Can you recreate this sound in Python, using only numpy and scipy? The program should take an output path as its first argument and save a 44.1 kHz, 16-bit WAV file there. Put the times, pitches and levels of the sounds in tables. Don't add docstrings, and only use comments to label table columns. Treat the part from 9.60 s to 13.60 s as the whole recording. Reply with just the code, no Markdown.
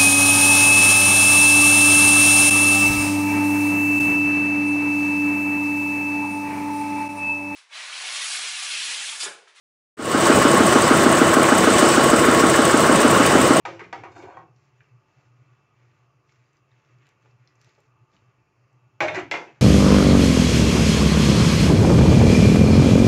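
import sys
import numpy as np
from scipy import signal
from scipy.fft import rfft, irfft, next_fast_len
from scipy.io import wavfile
from scipy.ndimage import uniform_filter1d, map_coordinates

SR = 44100
rng = np.random.default_rng(int(sys.argv[2]) if len(sys.argv) > 2 else 0)


def rack_gain(trim_db):
    fader = np.asarray(trim_db, float)
    return 10 ** (fader / 20)


def bounce(signal):
    frames = np.transpose(np.atleast_2d(signal))
    limited = np.clip(frames, -1, 1)
    pcm = np.round(limited * 32767).astype(np.int16)
    wavfile.write(sys.argv[1], SR, pcm)


N = 176400
PICK_S, FIRST_S = .15271, .0764

# frequency in Hz, density in dB per Hz.
ROAR = [(30, -42), (70, -18), (170, -8), (240, -7), (400, -4.5), (800, -11.5), (1300, -11.5), (2500, -21)]
# frequency in Hz, width in Hz, level in dB.
HALL_RINGS = [(334, 10, -2), (1080, 56, -4), (3600, 35, -1.5)]
# frequency in Hz, density in dB per Hz.
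AIR = [(1760, -21), (3000, -4), (3150, -8.5), (4580, -9), (6750, -8.5), (8650, -3.5), (11300, -29),
       (13600, -20.5), (15700, -19)]
# frequency in Hz, rms level in dB.
WHINE = [(2994, -38), (2840, -47), (50, -55.5)]
# frequency in Hz, density in dB per Hz.
GEARS = [(30, -32), (80, -14), (150, -9), (300, -16), (550, -6), (850, -7), (1400, -10), (2000, -13)]
# start in seconds, frequency in Hz, level in dB, length in seconds.
SQUEAKS = [
    (.495, 13650, -38, .012),
    (2.632, 13650, -40, .014),
]
# time in seconds, peak level in dB.
SNAPS = [(0.608, -26), (0.7546, -27), (0.943, -26.5), (1.06, -25), (1.3708, -25), (1.517, -29.5),
         (1.8297, -25), (1.9774, -27), (2.2872, -25), (2.4404, -23), (2.5925, -27), (2.7462, -24),
         (3.0515, -25), (3.2031, -27.5), (3.5104, -23), (3.6626, -20), (3.8147, -26), (3.967, -29.5)]
# seconds after the pair starts, centre in Hz, level in dB,
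# 60 dB decay in seconds.
WIRES = [(.040, 8500, -7.5, .03), (.041, 13000, -35.5, .03), (.064, 11500, -29, .02),
         (.073, 9100, -8, 0.034), (.100, 12500, -37, .04), (.108, 3300, -35, 0.0225),
         (.120, 9130, -22, 0.039), (0.13, 8000, -13, 0.062), (0.132, 11900, -32, 0.081),
         (.166, 8000, -32, .015), (0.193, 8640, -9, 0.044), (.215, 11230, -35, 0.0493),
         (.225, 9200, -10, 0.039), (.238, 13000, -29, .03), (.250, 13500, -33, .03), (.258, 3000, -31, .02),
         (.276, 14000, -26, .02), (.283, 9450, -23, 0.11), (0.286, 11940, -31, 0.063)]
# time in seconds, peak level in dB.
JOLTS = [(0.5152, -15), (0.6559, -16), (0.753, -23), (1.1239, -17), (1.5733, -20.5), (1.7388, -17),
         (2.183, -12), (2.3421, -30.5), (2.7941, -15), (3.3573, -20), (3.4027, -17), (3.6626, -18),
         (3.705, -20)]
# seconds after the turn starts, centre in Hz, level in dB, 60 dB decay in seconds.
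SLEY = [
    (-.008, 1540, -14.5, 0.073),
    (.030, 1383, -17, 0.054),
    (.062, 640, -18, .08),
    (.095, 2750, -23, 0.071),
]
# seconds after the pick starts, frequency in Hz, level in dB,
# 60 dB decay in seconds.
PARTS = [(0.0031, 1252, -7.1, 0.07), (0.0052, 1636, -12.4, 0.07), (0.0053, 820, -12.4, 0.11),
         (0.006, 1540, -5.8, 0.04), (0.0075, 618, -7.9, 0.04), (0.0138, 1096, -6.6, 0.07),
         (0.0173, 444, -2.7, 0.04), (0.0189, 576, -11.1, 0.16), (0.022, 324, -6.1, 0.11),
         (0.0299, 210, -12.1, 0.16), (0.037, 1396, -6.6, 0.04), (0.0414, 258, -5.8, 0.07),
         (0.0419, 1300, -9.6, 0.07), (0.0497, 1108, -7.4, 0.16), (0.0583, 642, -4.9, 0.07),
         (0.0614, 1156, -11.6, 0.07), (0.0656, 150, -10.7, 0.07), (0.0704, 1060, -13.9, 0.16),
         (0.0768, 456, -13.0, 0.16), (0.0795, 336, -2.9, 0.11), (0.081, 558, -7.9, 0.04),
         (0.0891, 504, -8.3, 0.11), (0.0944, 150, -9.8, 0.04), (0.0986, 246, -7.4, 0.07),
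         (0.1194, 600, -5.6, 0.04), (0.1201, 1096, -3.0, 0.07), (0.126, 384, -8.2, 0.07),
         (0.1391, 1408, -14.0, 0.16), (0.1428, 1348, -9.8, 0.16), (0.144, 1204, -8.6, 0.04)]


def unit(x):
    return x / np.sqrt(np.mean(x ** 2) + 1e-20)


def along(points, hz):
    f, v = np.transpose(points)
    return np.interp(np.log(hz + 1), np.log(f + 1), v) - 24 * np.clip(np.log2(f[0] / (hz + 1)), 0, None)


def octaves_above(points, hz):
    return np.clip(np.log2((hz + 1) / points[-1][0]), 0, None)


def filtered(x, response):
    m = next_fast_len(len(x) + SR // 4)
    return irfft(rfft(x, m) * response(np.fft.rfftfreq(m, 1 / SR)), m)[:len(x)]


def resonance(f, hz, width):
    return 1j * f * width / (hz * hz - f * f + 1j * f * width)


def wobble(rate):
    return map_coordinates(rng.standard_normal(int(N * rate / SR) + 4), [np.arange(N) * rate / SR])


def patchy(depth_db):
    z = signal.stft(rng.standard_normal(N + 512), nperseg=512)[2]
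    field = uniform_filter1d(uniform_filter1d(rng.standard_normal(z.shape), 6, 0), 8, 1)
    return signal.istft(z * rack_gain(depth_db * unit(field)), nperseg=512)[1][:N]


def strikes(times, gains):
    at = np.round(np.asarray(times) * SR).astype(int)
    keep = (at >= 0) & (at < N)
    return np.bincount(at[keep], np.asarray(gains)[keep], N)


def ringing(hits, answer):
    return signal.fftconvolve(hits, answer)[:N]


def decay(t, t60):
    return rack_gain(-60 * t / t60)


def picks(step):
    return FIRST_S + PICK_S * np.arange(step - 1, N / SR / PICK_S, step)


def distant_looms():
    def colour(f):
        rings = 1 + sum(rack_gain(db) * resonance(f, hz, width) for hz, width, db in HALL_RINGS)
        return rack_gain(along(ROAR, f) - 10 * octaves_above(ROAR, f)) * rings

    roar = unit(filtered(patchy(depth_db=1.5), colour))
    return rack_gain(-17 + 0.5 * wobble(5.1)) * roar


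def far_hiss():
    def colour(f):
        return rack_gain(along(AIR, f) - 12 / (1 + (9800 / (f + 1)) ** 12))

    hiss = unit(filtered(patchy(depth_db=1.5), colour))
    return rack_gain(-29 + 1.18 * wobble(3.01)) * hiss


def motor():
    t, out = np.arange(N) / SR, np.zeros(N)
    for hz, db in WHINE:
        level = np.sqrt(2) * rack_gain(db + 1.2 * wobble(6.02))
        out += level * np.sin(2 * np.pi * hz * t + .6 * wobble(3.3))
    return out


def room(x):
    t = np.arange(SR // 2) / SR
    tail = rng.standard_normal(len(t)) * decay(t, t60=.4) * (t > .012)
    return filtered(ringing(x, tail / np.linalg.norm(tail)), lambda f: 1 / (1 + (f / 8000) ** 6))


def gears():
    size, starts = round(PICK_S * SR), picks(step=1)
    hz = np.fft.rfftfreq(size, 1 / SR)
    colour = rack_gain(along(GEARS, hz) - 37 * octaves_above(GEARS, hz))
    turn = irfft(rfft(rng.standard_normal(size)) * colour, size)
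    return rack_gain(-24) * unit(ringing(strikes(starts, np.ones(len(starts))), turn))


def squeaks():
    t, out = np.arange(N) / SR, np.zeros(N)
    regular = [(s + .162, 13600, -46, .008) for s in picks(step=2)]
    for s, hz, db, length in [*SQUEAKS, *regular]:
        swell = np.exp(-((t - s - length / 2) / (length / 2)) ** 4)
        out += rack_gain(db) * swell * np.sin(2 * np.pi * hz * t)
    return out


def cutter():
    t, (s, db) = np.arange(SR // 20) / SR, np.transpose(SNAPS)
    shape = ringing(strikes(s, rack_gain(db + 1)), decay(t, t60=.0181) * (1 - np.exp(-t / .0011)))
    return shape * unit(filtered(rng.standard_normal(N), lambda f: resonance(f, 13600, 3400) ** 2))


def wire_colour(f):
    return rack_gain(along(AIR, f)) * (1 + rack_gain(1) * resonance(f, hz=7865, width=40))


def heald_ticks():
    t, starts, out = np.arange(SR // 8) / SR, picks(step=2), np.zeros(N)
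    for s, hz, db, t60 in WIRES:
        gains = rack_gain(db + rng.normal(0, 2, len(starts)))
        shape = ringing(strikes(starts + s, gains), decay(t, t60) * (1 - np.exp(-t / .0013)))
        out += filtered(shape * rng.standard_normal(N),
                        lambda f: resonance(f, hz, .32 * hz) / rack_gain(along(AIR, hz)))
    s, db = np.transpose(JOLTS)
    out += ringing(strikes(s, rack_gain(db + 5.5)), decay(t, t60=.075)) * rng.standard_normal(N)
    return filtered(out, wire_colour)


def heald_rattle():
    t, rate_per_s = np.arange(SR // 8) / SR, 4000
    place, chance, sign = rng.random((int(rate_per_s * N / SR), 3)).T
    times = place * N / SR
    size_db = -3.5 * np.log(chance + 0.011)
    size_db += 4 * np.cos(2 * np.pi * (times - FIRST_S - .1) / PICK_S)
    size_db += 1.5 * np.cos(4 * np.pi * (times - FIRST_S - .055) / PICK_S)
    grains = strikes(times, rack_gain(size_db) * np.sign(sign - .5))
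    clumped = grains * rack_gain(1 * wobble(40))
    rattle = ringing(clumped, decay(t, t60=.0066) * rng.standard_normal(len(t)))

    def brighter(f):
        return wire_colour(f) * rack_gain(4 / (1 + (12000 / (f + 1)) ** 12))

    return rack_gain(-32) * unit(filtered(rattle, brighter))


def sley():
    t, starts, out = np.arange(SR // 8) / SR, picks(step=0.99), np.zeros(N)
    for s, hz, db, t60 in SLEY:
        gains = rack_gain(db + rng.normal(0, 2, len(starts)))
        shape = ringing(strikes(starts + s, gains), decay(t, t60) * (1 - np.exp(-t / .0037)))
        out += shape * unit(filtered(rng.standard_normal(N), lambda f: resonance(f, hz, .45 * hz) ** 2))
    return out


def frame_parts():
    t, starts, out = np.arange(SR // 5) / SR, picks(step=1), np.zeros(N)
    for s, hz, db, t60 in PARTS:
        swell = 1 - np.exp(-(t / (.15 * t60)) ** 2)
        ring = np.sin(2 * np.pi * hz * t) * rack_gain(db) * decay(t, t60) * swell
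        jitter_s, scatter_db = rng.standard_normal((2, len(starts))) * [[.00003], [1.2]]
        out += ringing(strikes(starts + s + jitter_s, rack_gain(scatter_db)), ring)
    return out


def beat_up():
    t, starts = np.arange(SR // 5) / SR, picks(step=1)
    high_hz, low_hz, glide_s, rise_s = 500, 240, .003, .0035
    turns = low_hz * t + (high_hz - low_hz) * glide_s * (1 - np.exp(-t / glide_s))
    swell = 1 - np.exp(-(t / rise_s) ** 2)
    thump = np.sin(2 * np.pi * turns) * rack_gain(5.5) * decay(t, t60=.038) * swell
    return ringing(strikes(starts + .01034, np.ones(len(starts))), thump)


def scene():
    background = distant_looms() + far_hiss() + motor()
    light = squeaks() + cutter() + heald_ticks() + heald_rattle()
    heavy = sley() + frame_parts() + beat_up()
    answer = room(rack_gain(-22) * heavy + rack_gain(-10) * light)
    return (background + answer + gears() + light + heavy)[None]


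def low_pass(x):
    return signal.sosfilt(signal.butter(12, 15990, fs=SR, output="sos"), x)


def record(dry):
    fade_from_s, fade_s = 0.3687, 0.3
    fade = np.clip((np.arange(N) / SR - fade_from_s) / fade_s, 0, 1) ** 0.963
    limited = dry / (1 + np.abs(dry / .95) ** 10) ** (1 / 10)
    mix = filtered(limited[0], lambda f: f < 15720)[None] * fade
    return low_pass(mix)


dry = scene()
out = record(dry)
bounce(out)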